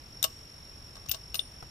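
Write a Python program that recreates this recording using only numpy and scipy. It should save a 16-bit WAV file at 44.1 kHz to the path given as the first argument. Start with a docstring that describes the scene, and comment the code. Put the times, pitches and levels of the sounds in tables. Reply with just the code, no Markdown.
"""On a lawn, a little to the left, the bolt of a rifle is worked: it is lifted with a double snap,
drawn back against its stop, pushed home and locked; the hand then bumps the stock.
Ringing tones and short noise bursts make the steel, and low tones make dull thuds on the mat.
An insect trills in falling whistles over a faint outdoor rumble of coloured noise.
Fading noise gives the yard's thin echo."""
import sys
import numpy as np
from scipy import signal
from scipy.fft import rfft, irfft, next_fast_len
from scipy.io import wavfile

SR = 44100
rng = np.random.default_rng(int(sys.argv[2]) if len(sys.argv) > 2 else 0)


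def master(y):
    """Save y as 16-bit WAV."""
    cut = np.clip(np.atleast_2d(y).T, -1, 1)
    pcm = np.round(cut * 32767)  # scale
    wavfile.write(sys.argv[1], SR, pcm.astype(np.int16))


N = 74970  # length in samples
T = np.arange(SR // 3) / SR  # clock of one short sound, s

# how long the yard's echo takes to fade by 60 dB at each pitch: f/Hz, fade time/s
YARD_FADE = [(200, 0.34), (1000, 0.46), (4000, 0.36), (9000, 0.99), (15000, 0.23)]


def amp(db):
    """Turn decibels into a plain multiplier."""
    return 10 ** (np.asarray(db) / 20)


def unit(x):
    """Scale a sound to an average (rms) level of 1."""
    return x / np.sqrt(np.mean(x ** 2) + 1e-20)


def along(points, hz):
    """Read a curve of (f/Hz, value) points, joined by straight lines over log frequency."""
    f, value = np.transpose(points)
    return np.interp(np.log(hz + 1), np.log(f + 1), value)


def filtered(x, response):
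    """Multiply each frequency in x by the gain that response gives for it."""
    n = x.shape[-1]
    padded = next_fast_len(n + 8192)  # spare room, so that the end does not wrap onto the start
    hz = np.fft.rfftfreq(padded, 1 / SR)
    return irfft(rfft(x, padded) * response(hz), padded)[..., :n]


def noise(spectrum, shape):
    """Random hiss coloured by a curve of (f/Hz, level/dB), at rms 1."""
    white = rng.standard_normal(shape)
    return unit(filtered(white, lambda hz: amp(along(spectrum, hz))))


def add(track, start_s, sound):
    """Mix a stereo sound into the track at a given time, cut off at the track's end."""
    part = track[:, round(start_s * SR):][:, :sound.shape[1]]
    part += sound[:, :part.shape[1]]


def placed(pair, left_db):
    """Even out a short stereo sound, then place it: left_db is how much louder the left is."""
    lead_s = .00034  # the left microphone is nearer, so the right one hears later
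    # each side gets the energy that 5 ms at level 1 would have
    energy = np.sum(pair ** 2, axis=1, keepdims=True)
    pair = pair / np.sqrt(energy / (.005 * SR))
    left = pair[0] * amp(left_db / 2)
    right = np.interp(T - lead_s, T, pair[1], left=0) * amp(-left_db / 2)
    # the more one-sided the sound, the more it is turned down
    return np.array([left, right]) / np.sqrt(np.cosh(left_db * np.log(10) / 10))


def ring(modes, rise_s, scatter_db=2, spread=0.88):
    """Fading tones of a struck body, a little different each time and at each microphone."""
    hz, db, t60 = np.transpose(modes)[:, :, None]
    # spread (radians) sets how far the two microphones disagree in phase
    phase = rng.uniform(0, 2 * np.pi, hz.shape) + spread * rng.standard_normal((2, *hz.shape))
    level = db + scatter_db * rng.standard_normal(phase.shape)
    tones = amp(level - 60 * T / t60) * np.sin(2 * np.pi * hz * T + phase)
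    rise = 1 - np.exp(-(T / rise_s) ** 2)
    return np.sum(tones, axis=1) * rise


def burst(spectrum, scrape_s, t60):
    """Resonances too crowded to tell apart: noise, fed while the parts scrape and dying after."""
    shared = 0.33  # part of the power that both microphones have in common
    common, left, right = noise(spectrum, (3, len(T)))
    pair = np.sqrt(shared) * common + np.sqrt(1 - shared) * np.array([left, right])
    fade = amp(-60 * np.maximum(T - scrape_s, 0) / t60)
    rise = 1 - np.exp(-T / (0.33 * scrape_s))
    return pair * fade * rise


def echo(x, fade_curve):
    """Many blurred reflections: x smeared by stereo noise that fades by (f/Hz, fade time/s)."""
    hz, t, grid = signal.stft(rng.standard_normal((2, SR // 2)), SR, nperseg=256)
    fade = amp(-60 * t / along(fade_curve, hz)[:, None])
    tail = signal.istft(grid * fade, SR, nperseg=256)[1]
    tail = np.pad(tail, ((0, 0), (220, 0)))  # it starts about 5 ms late
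    return signal.fftconvolve(x[None], tail / np.linalg.norm(tail[0]), axes=1)[:, :N]


def air():
    """Distant rumble and hiss: coloured noise, nearly the same on both sides in the bass."""
    # colour of the outdoor air: f/Hz, relative level/dB
    air_colour = [(20, -10), (40, -3), (60, 0.84), (95, -4), (125, -3), (165, -10), (350, -15), (800, -19),
                  (2000, -22), (3600, -23), (5000, -27), (7000, -30), (9200, -35.5), (14300, -36),
                  (14800, -60)]
    # how alike left and right are: f/Hz, likeness (0 to 1)
    likeness = [(60, 1), (130, 0.86), (290, 0.87), (700, 0.36), (1500, 0), (4000, 0.12), (7000, 0.011),
                (14000, 0.29)]

    def mid_and_side(hz):
        turn = np.arccos(np.clip(along(likeness, hz), -1, 1)) / 2
        return np.array([np.cos(turn), np.sin(turn)])

    mid, side = filtered(noise(air_colour, (2, N)), mid_and_side)
    return amp(-51) * unit(np.array([mid + side, mid - side]))


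def insect():
    """Every wing stroke is a short falling whistle with a rasp; grass and trees scatter it."""
    # colour of the rasp: f/Hz, relative level/dB
    rasp_colour = [(4000, -65), (4900, -7), (5300, 17), (5520, -27), (5700, 8), (6100, -17), (7500, -28)]
    strokes_per_s, first_stroke_s, stroke_width_s = 46, 0.021, 0.0044
    whistle_hz, fall_hz_per_s, scatter_hz = 5497, 15000, 36.2
    scatter_db, octave_db, rasp_db, scattered_db, trill_db = 1.3, -15.5, -5, -4, -55

    strokes = (np.arange(N) / SR - first_stroke_s) * strokes_per_s
    index = np.round(strokes).astype(int)
    age = (strokes - index) / strokes_per_s  # s from the middle of the nearest stroke
    detune, size, start = rng.standard_normal((128, 3))[index].T
    middle_hz = whistle_hz + scatter_hz * detune
    phase = 2 * np.pi * (middle_hz * age - fall_hz_per_s * age ** 2 / 2 + start)
    swell = np.exp(-(age / stroke_width_s) ** 2 / 2) * amp(scatter_db * size)
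    song = unit(swell * (np.sin(phase) + amp(octave_db) * np.sin(2 * phase)))
    # the square root makes the rasp swell for longer than the whistle
    rasp = unit(np.sqrt(swell) * noise(rasp_colour, (2, N)))
    scattered = echo(song, YARD_FADE)
    scattered = scattered + 0.51 * scattered[::-1]  # some of each side leaks into the other
    return amp(trill_db) * (song + amp(rasp_db) * rasp + amp(scattered_db) * scattered)


def thuds():
    """The rifle rocks on its mat with each push of the hand: low tones that die away."""
    # the pushes: t/s, level/dB
    pushes = [(0.237, -48), (1.084, -38.5), (1.301, -45), (1.625, -39.5)]
    # low tones of one thud: f/Hz, relative level/dB, time to fade by 60 dB/s
    thud_modes = [(58, -4.5, 0.3), (109, -4, 0.094), (187, -24, 0.046)]
    out = np.zeros((2, N))
    for start_s, db in pushes:
        add(out, start_s, amp(db) * ring(thud_modes, rise_s=0.0013, scatter_db=3, spread=0.075))
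    return out


def knock():
    """The stock's dull knock: a burst of mostly low and middle noise, equally loud on both sides."""
    # colour of the knock: f/Hz, relative level/dB
    knock_colour = [(60, -6), (130, -2), (250, -11), (600, -1.5), (1300, 0), (1800, -13), (4000, -17.5),
                    (9000, -23.5), (15000, -27)]
    return placed(burst(knock_colour, scrape_s=0.002, t60=0.037), 0)


def stock(left_db):
    """The stock and chassis ring in their own tones, with a dull knock underneath."""
    # stock and chassis tones: f/Hz, relative level/dB, time to fade by 60 dB/s
    stock_modes = [(488, -9, 0.037), (603, -6, 0.055), (656, -3.5, 0.066), (1123, -8.5, 0.12),
                   (1245, -9, 0.07), (1605, -7, 0.042), (2110, -13, .03)]
    return placed(ring(stock_modes, rise_s=0.0019), left_db) + amp(-5.5) * knock()


def receiver(focus_hz, rise_s, left_db):
    """The receiver rings; the point of contact favours the tones near one pitch."""
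    # receiver tones: f/Hz, relative level/dB before the boost, time to fade by 60 dB/s
    receiver_modes = [(2722, -1, 0.046), (2884, 2, 0.045), (3040, -9, 0.041), (3396, -9, 0.039),
                      (3660, 1.5, 0.038), (3830, 1.5, 0.033), (4710, -4, 0.076), (5560, -13, 0.022),
                      (6000, -32, 0.03), (6160, -5, .035), (6950, -5, 0.036), (8700, -25, .045)]
    focus_octaves, focus_db = 0.21, 17.5  # width and height of the boost
    modes = []
    for hz, db, t60 in receiver_modes:
        octaves_away = np.log2(hz / focus_hz)
        boost_db = focus_db * np.exp(-(octaves_away / focus_octaves) ** 2 / 2)
        modes.append((hz, db + boost_db, t60))
    return placed(ring(modes, rise_s), left_db)


def clack(scrape_s, left_db):
    """Dense, quickly damped resonances, strongest in the middle treble."""
    # colour of the clack: f/Hz, relative level/dB
    clack_colour = [(200, -25), (700, -17.5), (2200, -11.5), (2800, -4), (3800, 0), (5500, 3.5), (7000, -6),
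                    (8300, -7.5), (10500, -14.5), (15000, -41)]
    return placed(burst(clack_colour, scrape_s, t60=0.034), left_db)


def snap(scrape_s, left_db):
    """Dense, quickly damped resonances, brighter than the clack."""
    # colour of the snap: f/Hz, relative level/dB
    snap_colour = [(500, -23), (3000, -20.5), (4700, -10), (6000, -4), (6700, 2.5), (7500, -8), (8350, 0),
                   (8900, -12), (9700, -3.5), (11200, -12.5), (12600, 1), (13600, -0.5), (14400, -2.5),
                   (15200, -10)]
    return placed(burst(snap_colour, scrape_s, t60=0.026), left_db)


def ping(rise_s, left_db):
    """Small hardened parts of the bolt ring very high."""
    # small-part tones: f/Hz, relative level/dB, time to fade by 60 dB/s
    ping_modes = [(9780, -19, .03), (13350, -13, .025), (13700, -9, .025), (13940, -4, .035),
                  (14170, -2, .045), (14420, 0, .05), (14680, -7, .025)]
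    return placed(ring(ping_modes, rise_s), left_db)


def spring(rise_s, left_db):
    """A thin steel part, perhaps a spring, rings on after the rest."""
    # thin-part tones: f/Hz, relative level/dB, time to fade by 60 dB/s
    spring_modes = [(9378, -2, .3), (14160, 0, .17)]
    return placed(ring(spring_modes, rise_s, scatter_db=0.0), left_db)


def handle_lock(left_db):
    """The bolt handle drops into its notch and rings briefly."""
    # handle tones: f/Hz, relative level/dB, time to fade by 60 dB/s
    handle_modes = [(2050, -20, .01), (3180, -9, .008), (3470, -2, .011), (3615, 0, .017), (3880, -9, .013)]
    return placed(ring(handle_modes, rise_s=0.00091, scatter_db=1, spread=.2), left_db)


def rifle():
    """Each contact of the bolt sounds every part of the rifle; the handle locks, the hand lands."""
    # steel contacts: t/s, scrape time/s, stock level/dB, receiver level/dB, its favoured f/Hz,
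    # clack level/dB, snap level/dB, ping level/dB, spring level/dB
    contacts = [(.2277, 0.00033, -40.5, -22, 3700, -31, -20, -32, -62),
                (0.2392, 0.0027, -39, -17.5, 3320, -19.5, -19, -38, -57),
                (.2435, 0.0013, -30.5, -46, 2900, -36, -26, -46, -66),
                (.9540, .002, -52.5, -66, 3600, -46, -63, -75, -77),
                (.9660, 0.0017, -47.5, -64, 3600, -46.5, -64, -75, -77),
                (1.0595, 0.0022, -51.5, -66, 3600, -46, -69, -75, -79),
                (1.0867, 0.00055, -69, -34, 6050, -37.5, -55, -43, -61),
                (1.0940, 0.00072, -55, -31.5, 2500, -70, -57, -22, -54),
                (1.1135, 0.00083, -63, -32, 3120, -24.5, -54, -28, -66),
                (1.114, .003, -49.5, -36, 4000, -30, -26, -18.5, -43),
                (1.1380, 0.0014, -48, -37.5, 2940, -42, -64, -60, -73),
                (1.1443, 0.0015, -43.5, -36.5, 3950, -31, -60, -62, -69),
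                (1.3434, 0.0013, -41.5, -25.5, 3100, -29.5, -56, -30, -33.5),
                (1.3536, 0.00051, -52, -33, 3220, -26.5, -50, -50, -49),
                (1.3935, 0.00076, -46.5, -33.5, 2860, -34.5, -45, -47, -46)]
    # how much louder each part is on the left than on the right: part, level/dB
    left_db = dict(stock=-2.5, receiver=11, clack=8.5, snap=5.5, ping=10.5, spring=-1.5)
    out = np.zeros((2, N))
    for (start_s, scrape_s, stock_db, receiver_db, focus_hz,
         clack_db, snap_db, ping_db, spring_db) in contacts:
        rise_s = scrape_s / 3
        add(out, start_s, amp(stock_db) * stock(left_db["stock"]))
        add(out, start_s, amp(receiver_db) * receiver(focus_hz, rise_s, left_db["receiver"]))
        add(out, start_s, amp(clack_db) * clack(scrape_s, left_db["clack"]))
        add(out, start_s, amp(snap_db) * snap(scrape_s, left_db["snap"]))
        add(out, start_s, amp(ping_db) * ping(rise_s, left_db["ping"]))
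        add(out, start_s, amp(spring_db) * spring(rise_s, left_db["spring"]))
    add(out, 1.3927, amp(-17) * handle_lock(left_db["receiver"]))
    add(out, 1.6243, amp(-41.5) * knock())  # the hand lands on the stock
    return out


def scene():
    """The rifle with near scatter and the yard's echo, its thuds, the insect and the air."""
    ground_db, ground_fade_s, yard_db = -13.5, 0.083, -27
    background = air() + insect()
    clicks = rifle()
    source = clicks.sum(axis=0) / np.sqrt(2)
    near = amp(ground_db) * echo(source, [(1000, ground_fade_s)])  # one fade time at every pitch
    yard = amp(yard_db) * echo(source, YARD_FADE)
    return background + thuds() + clicks + near + yard


def record(dry):
    """Cut the sound very steeply above a top frequency."""
    top_hz = 14900
    return filtered(dry, lambda hz: 1 / np.sqrt(1 + (hz / top_hz) ** 120))


dry = scene()
out = record(dry)
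master(out)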